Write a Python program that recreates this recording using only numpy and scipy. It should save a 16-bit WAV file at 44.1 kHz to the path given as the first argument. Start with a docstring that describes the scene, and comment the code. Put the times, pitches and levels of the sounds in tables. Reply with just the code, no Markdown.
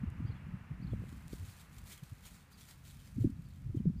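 """A thin plastic bag on a stick, swished over a horse's back a few metres from the microphone.
Its creases buckle and snap over the hiss of sliding film. The place is an open paddock, and
gusts buffet the microphone with rumble, thumps and pops. Far traffic fades, a distant engine
hums, and a small bird repeats a three-note call among lone chirps. Two sharp ticks cut through."""
import sys
import numpy as np
from scipy import signal
from scipy.fft import rfft, irfft, next_fast_len
from scipy.io import wavfile
from scipy.ndimage import uniform_filter1d, map_coordinates

SR = 44100
rng = np.random.default_rng(int(sys.argv[2]) if len(sys.argv) > 2 else 0)


def generate_wav(sig):
    """Save sig (samples, or channels by samples) to the path in sys.argv[1] as 16-bit PCM at SR."""
    pcm = np.round(np.clip(np.atleast_2d(sig).T, -1, 1) * 32767).astype(np.int16)
    wavfile.write(sys.argv[1], SR, pcm)


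N = 176400


def amp(db):
    """Decibels to gain."""
    return 10 ** (np.asarray(db) / 20)

def unit(x):
    """Scale to rms 1."""
    return x / np.sqrt(np.mean(x ** 2) + 1e-20)

def clock():
    """The time of every sample."""
    return np.arange(N) / SR

def curve(rows):
    """(t/s, value) points joined by lines."""
    return np.interp(clock(), *np.transpose(rows))

def wobble(rate):
    """A smooth random curve, rate knots a second."""
    return map_coordinates(rng.standard_normal(N), [clock() * rate + 2])

def filtered(x, response):
    """x times a response of frequency."""
    m = next_fast_len(N + SR // 2)
    return irfft(rfft(x, m) * response(np.fft.rfftfreq(m, 1 / SR)), m)[:N]

def coloured(x, points):
    """x through an (f/Hz, level/dB) spectrum, at rms 1."""
    f, db = np.transpose(points)
    return unit(filtered(x, lambda hz: amp(np.interp(np.log(hz + 1), np.log(f), db))))

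def noise(points):
    """Noise with an (f/Hz, level/dB) spectrum, at rms 1."""
    return coloured(rng.standard_normal(N), points)

def bursts(rows, decay_s):
    """An envelope that jumps at each (t/s, level/dB) and dies away."""
    t = clock()
    return sum(amp(db) * (t >= s) * np.exp(-abs(t - s) / decay_s) for s, db in rows)


# gusts on the microphone: t/s, level/dB
GUSTS = [(0, -48.5), (.3, -46), (.4, -53), (.52, -46.5), (.63, -53.5), (.92, -41.5), (1.2, -51.5),
         (1.44, -51.5), (1.54, -63.5), (1.8, -56), (2.2, -61), (2.3, -56.5), (2.44, -62.5), (3.12, -54),
         (3.25, -44.5), (3.5, -54), (3.74, -48), (4, -44)]
# their spectrum: f/Hz, relative level/dB
GUST_SPECTRUM = [(20, -29.5), (35, -3), (55, 6.5), (110, 1), (190, -0.5), (270, -9.5), (350, -24.5),
                 (440, -40), (2000, -57)]

def wind(swing_db=2):
    """Wind right on the microphone: an unsteady low rumble that follows the gusts."""
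    return amp(curve(GUSTS)) * unit(amp(swing_db * wobble(rate=35)) * noise(GUST_SPECTRUM))


# far traffic: t/s, level/dB
TRAFFIC_FADE = [(0.0, -62), (0.33, -61.5), (4.0, -76.5)]
# tyre noise as it reaches the paddock: f/Hz, relative level/dB
TYRE_SPECTRUM = [(100, 2.5), (600, -3), (1150, 2.5), (1700, 1), (2750, -3.5), (3250, -15), (7000, -36.5),
                 (15000, -56)]

def traffic():
    """Tyres on a far road, fading away."""
    return amp(curve(TRAFFIC_FADE) + 0.45 * wobble(rate=5.58)) * noise(TYRE_SPECTRUM)


# tones of the engine, before the swell: f/Hz, level/dB
ENGINE_TONES = [(86, -60.5), (134, -62), (167, -66.5)]
# swell of the hum: t/s, gain/dB
ENGINE_SWELL = [(0, 4.5), (2.4, -10.5), (2.85, 0.5), (3.1, -3), (4, 9.5)]

def engine(wander=0.009):
    """A distant engine hums in three low tones, each drifting slightly in pitch."""
    hum = sum(amp(db) * np.sin(2 * np.pi * hz * np.cumsum(1 + wander * wobble(rate=16)) / SR)
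              for hz, db in ENGINE_TONES)
    return np.sqrt(2) * hum * amp(curve(ENGINE_SWELL))


# background hiss: f/Hz, relative level/dB
HISS_SPECTRUM = [(500, 5), (3500, -4), (7000, -8), (15000, -12.5)]

def hiss(level_db=-73.5):
    """A faint, even hiss behind everything in the paddock."""
    return amp(level_db) * noise(HISS_SPECTRUM)


# eddies thumping the microphone: t/s, peak level/dB, f/Hz
EDDY_THUMPS = [(0.02, -35.5, 130), (.039, -29.5, 200), (0.081, -30.5, 90), (0.126, -43, 140),
               (.207, -35, 200), (.228, -32.5, 140), (0.252, -29, 115), (.302, -31.5, 110),
               (.468, -35, 160), (.543, -31.5, 150), (.716, -32.5, 130), (0.802, -38.5, 210),
               (0.827, -37.5, 200), (0.849, -32.5, 150), (0.932, -29, 105), (1.002, -30.5, 150),
               (1.407, -38.5, 85), (1.434, -36.5, 80), (1.49, -39.5, 110), (1.835, -44.5, 70),
               (2.032, -38.5, 136), (2.126, -38, 100), (3.171, -33, 125), (3.186, -28.5, 220),
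               (3.217, -24.5, 110), (3.249, -22.5, 260), (3.257, -24, 130), (3.274, -28, 200),
               (3.299, -34, 220), (3.322, -38, 130), (3.396, -35.5, 150), (3.466, -42.5, 130),
               (3.666, -33, 115), (3.703, -32, 100), (3.751, -30.5, 250), (3.775, -29, 115),
               (3.805, -28.5, 180), (3.876, -21, 168), (3.901, -29, 175), (3.963, -35.5, 190)]
# ragged turbulence inside them: f/Hz, relative level/dB
TURBULENCE_SPECTRUM = [(60, 7), (330, 1.5), (520, -10.5), (800, -38.5), (2000, -75)]

def eddies(wander=0.1216, turbulence_db=-21, half_cycles=0.45, linger_cycles=0.96):
    """Single eddies push the diaphragm for a cycle or a few, the strong ones for longer."""
    t, out = clock(), np.zeros(N)
    swirl_time = np.cumsum(1 + wander * wobble(rate=100)) / SR
    turbulence = amp(turbulence_db) * noise(TURBULENCE_SPECTRUM)
    strongest_db = max(db for s, db, hz in EDDY_THUMPS)
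    for (s, db, hz), turn in zip(EDDY_THUMPS, rng.random(len(EDDY_THUMPS))):
        half_s = (half_cycles + linger_cycles * amp(db - strongest_db)) / hz
        envelope = amp(db) * np.exp(-.5 * ((t - s) / half_s) ** 2)
        out += envelope * (np.sin(2 * np.pi * (hz * swirl_time + turn)) + turbulence)
    return out


# sharp ticks: t/s, level/dB
SHARP_TICKS = [(.1028, -47), (1.2813, -36)]

def ticks(ring_hz=9500, ring_s=.0001, tail_s=.0007, tail_db=-17):
    """Bright, dry ticks: a cycle or two, then a trace of crackle with the colour of the bag."""
    t = clock()
    ring = sum(bursts([(s, db)], ring_s) * np.sin(2 * np.pi * ring_hz * (t - s))
               for s, db in SHARP_TICKS)
    return ring + amp(tail_db) * bursts(SHARP_TICKS, tail_s) * noise(FILM_SPECTRUM)


# calls of the bird: t/s, level/dB
BIRD_CALLS = [(.278, -69.5), (0.834, -68), (2.542, -66.5), (3.467, -75.5), (3.985, -75.5)]
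# notes of a call: delay/s, half length/s, top f/Hz, nominal arch/Hz, gain/dB
CALL_NOTES = [(0, .024, 4830, 1204, 0), (0.042, .012, 4390, 1295, 2.5), (0.086, .022, 3450, 460, -1.5)]
# lone chirps: t/s, top f/Hz, level/dB
LONE_CHIRPS = [(0.287, 3340, -70.5), (1.985, 3200, -65.5), (3.001, 3150, -68.5), (3.785, 3200, -71)]

def bird(waver_hz=105.5, chirp_half_s=0.021, chirp_arch_hz=305):
    """A small bird's arched whistles: three notes stepping down, or one chirp; no two bend alike."""
    t, out = clock(), np.zeros(N)
    waver = waver_hz * wobble(rate=270)
    notes = [(s + delay, half, top, arch, db + note_db)
             for s, db in BIRD_CALLS for delay, half, top, arch, note_db in CALL_NOTES]
    notes += [(s, chirp_half_s, top, chirp_arch_hz, db) for s, top, db in LONE_CHIRPS]
    for (s, half, top, arch, db), bend in zip(notes, rng.uniform(0.38, 2, len(notes))):
        on = abs(t - s) < half
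        u = (t[on] - s) / half  # -1 to 1 across the note
        pitch_hz = top - bend * arch * u ** 2 + waver[on]
        out[on] += amp(db) * (1 - u ** 2) * np.sin(2 * np.pi * np.cumsum(pitch_hz) / SR)
    return out


def patchy(x, depth_db):
    """Each patch of film rings with its own short-lived colour."""
    spectra = signal.stft(x, nperseg=256)[2]
    colour = uniform_filter1d(rng.standard_normal(spectra.shape), size=5, axis=0)  # along frequency
    colour = uniform_filter1d(colour, size=4, axis=1)  # along time
    return signal.istft(spectra * amp(depth_db * unit(colour)), nperseg=256)[1][:N]


# swishes over the horse's back: peak t/s, rise/s, fall/s, level/dB
BAG_SWISHES = [(.95, 0.076, 0.053, -74), (1.11, 0.098, 0.38, -68.5), (1.345, .065, 0.12, -62.5),
               (1.501, 0.091, 0.085, -61), (1.611, 0.039, 0.026, -59.5), (1.787, 0.1, .024, -64.5),
               (1.934, 0.071, 0.022, -54), (2.07, 0.075, 0.22, -66.5), (2.276, 0.04, .025, -56.5),
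               (2.345, 0.046, 0.071, -62), (2.53, 0.024, 0.015, -63), (2.61, 0.038, .11, -60),
               (2.711, 0.034, 0.022, -58), (2.8, .03, 0.047, -72.5), (2.872, .033, 0.09, -60),
               (3.08, .1, 0.09, -66.5), (3.222, 0.035, 0.042, -63), (3.57, 0.23, .09, -73.5),
               (3.78, 0.047, .022, -71)]
# single creases snapping: t/s, level/dB
CREASE_SNAPS = [(1.783, -52.5), (1.977, -54), (2.035, -54), (3.0, -61), (3.301, -61), (3.42, -64.5)]
# rustle of thin plastic film: f/Hz, relative level/dB
FILM_SPECTRUM = [(400, -2.5), (1000, -4.5), (2300, 1.5), (2800, -1.5), (3900, 2), (5400, -2.5), (8200, 0.5),
                 (10500, -3), (15000, -4)]

def bag(peak_creases_per_s=3400, spread_db=3.9, slide_db=1, flap_db=1.34):
    """A few metres off, tiny creases buckle, more densely when swung faster, over sliding film."""
    t = clock()
    swishes = (amp(db) * np.where(t < s, np.exp(-((t - s) / rise) ** 2), np.exp(-abs(t - s) / fall))
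               for s, rise, fall, db in BAG_SWISHES)
    motion = np.sqrt(sum(swish ** 2 for swish in swishes))
    chance = peak_creases_per_s / SR * (motion / motion.max()) + 1e-4
    buckles = (rng.random(N) < chance) * rng.choice([-1, 1], N)
    strength = amp(spread_db * np.minimum(rng.exponential(size=N), 4))
    creases = coloured(buckles * strength / np.sqrt(chance), FILM_SPECTRUM)  # even power at any density
    slide = amp(slide_db) * noise(FILM_SPECTRUM)
    rustle = unit(patchy(creases + slide, depth_db=1.5))
    flap = amp(flap_db * wobble(rate=77))
    snaps = bursts(CREASE_SNAPS, decay_s=.005) * noise(FILM_SPECTRUM)
    return motion * flap * rustle + snaps


# sudden pressure jumps at the microphone: t/s, peak level/dB, f/Hz
PRESSURE_POPS = [(.935, -34, 272), (1.021, -46, 262), (1.039, -42.5, 268), (1.128, -39.5, 170),
                 (1.334, -35.5, 202), (3.242, -34, 220), (3.772, -32.5, 183), (3.857, -28, 172)]

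def pops(roughness=0.19):
    """Each pop is one steep, ragged push and pull of the air at the microphone port."""
    t, out = clock(), np.zeros(N)
    for s, db, hz in PRESSURE_POPS:
        u = 2 * np.pi * hz * (t - s)
        out += amp(db) * u * np.exp((1 - u ** 2) / 2)
    return out * (1 + roughness * wobble(rate=500))


def paddock(x, echo_db=-9, t60_s=0.29):
    """Out in the open: the direct sound plus a weak, short scatter from ground and fence."""
    t = np.arange(SR // 2) / SR
    tail = rng.standard_normal(len(t)) * amp(-60 * t / t60_s)
    return x + amp(echo_db) * signal.fftconvolve(x, tail / np.linalg.norm(tail))[:N]

def scene():
    """All sources at one microphone in the paddock."""
    in_paddock = paddock(bag() + bird())
    on_microphone = wind() + eddies() + pops()
    background = traffic() + engine() + hiss()
    return (in_paddock + on_microphone + background + ticks())[None]

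def record(dry, top_hz=15450):
    """The recorder keeps nothing above its band limit."""
    return np.array([filtered(x, lambda hz: hz < top_hz) for x in dry])


dry = scene()
out = record(dry)
generate_wav(out)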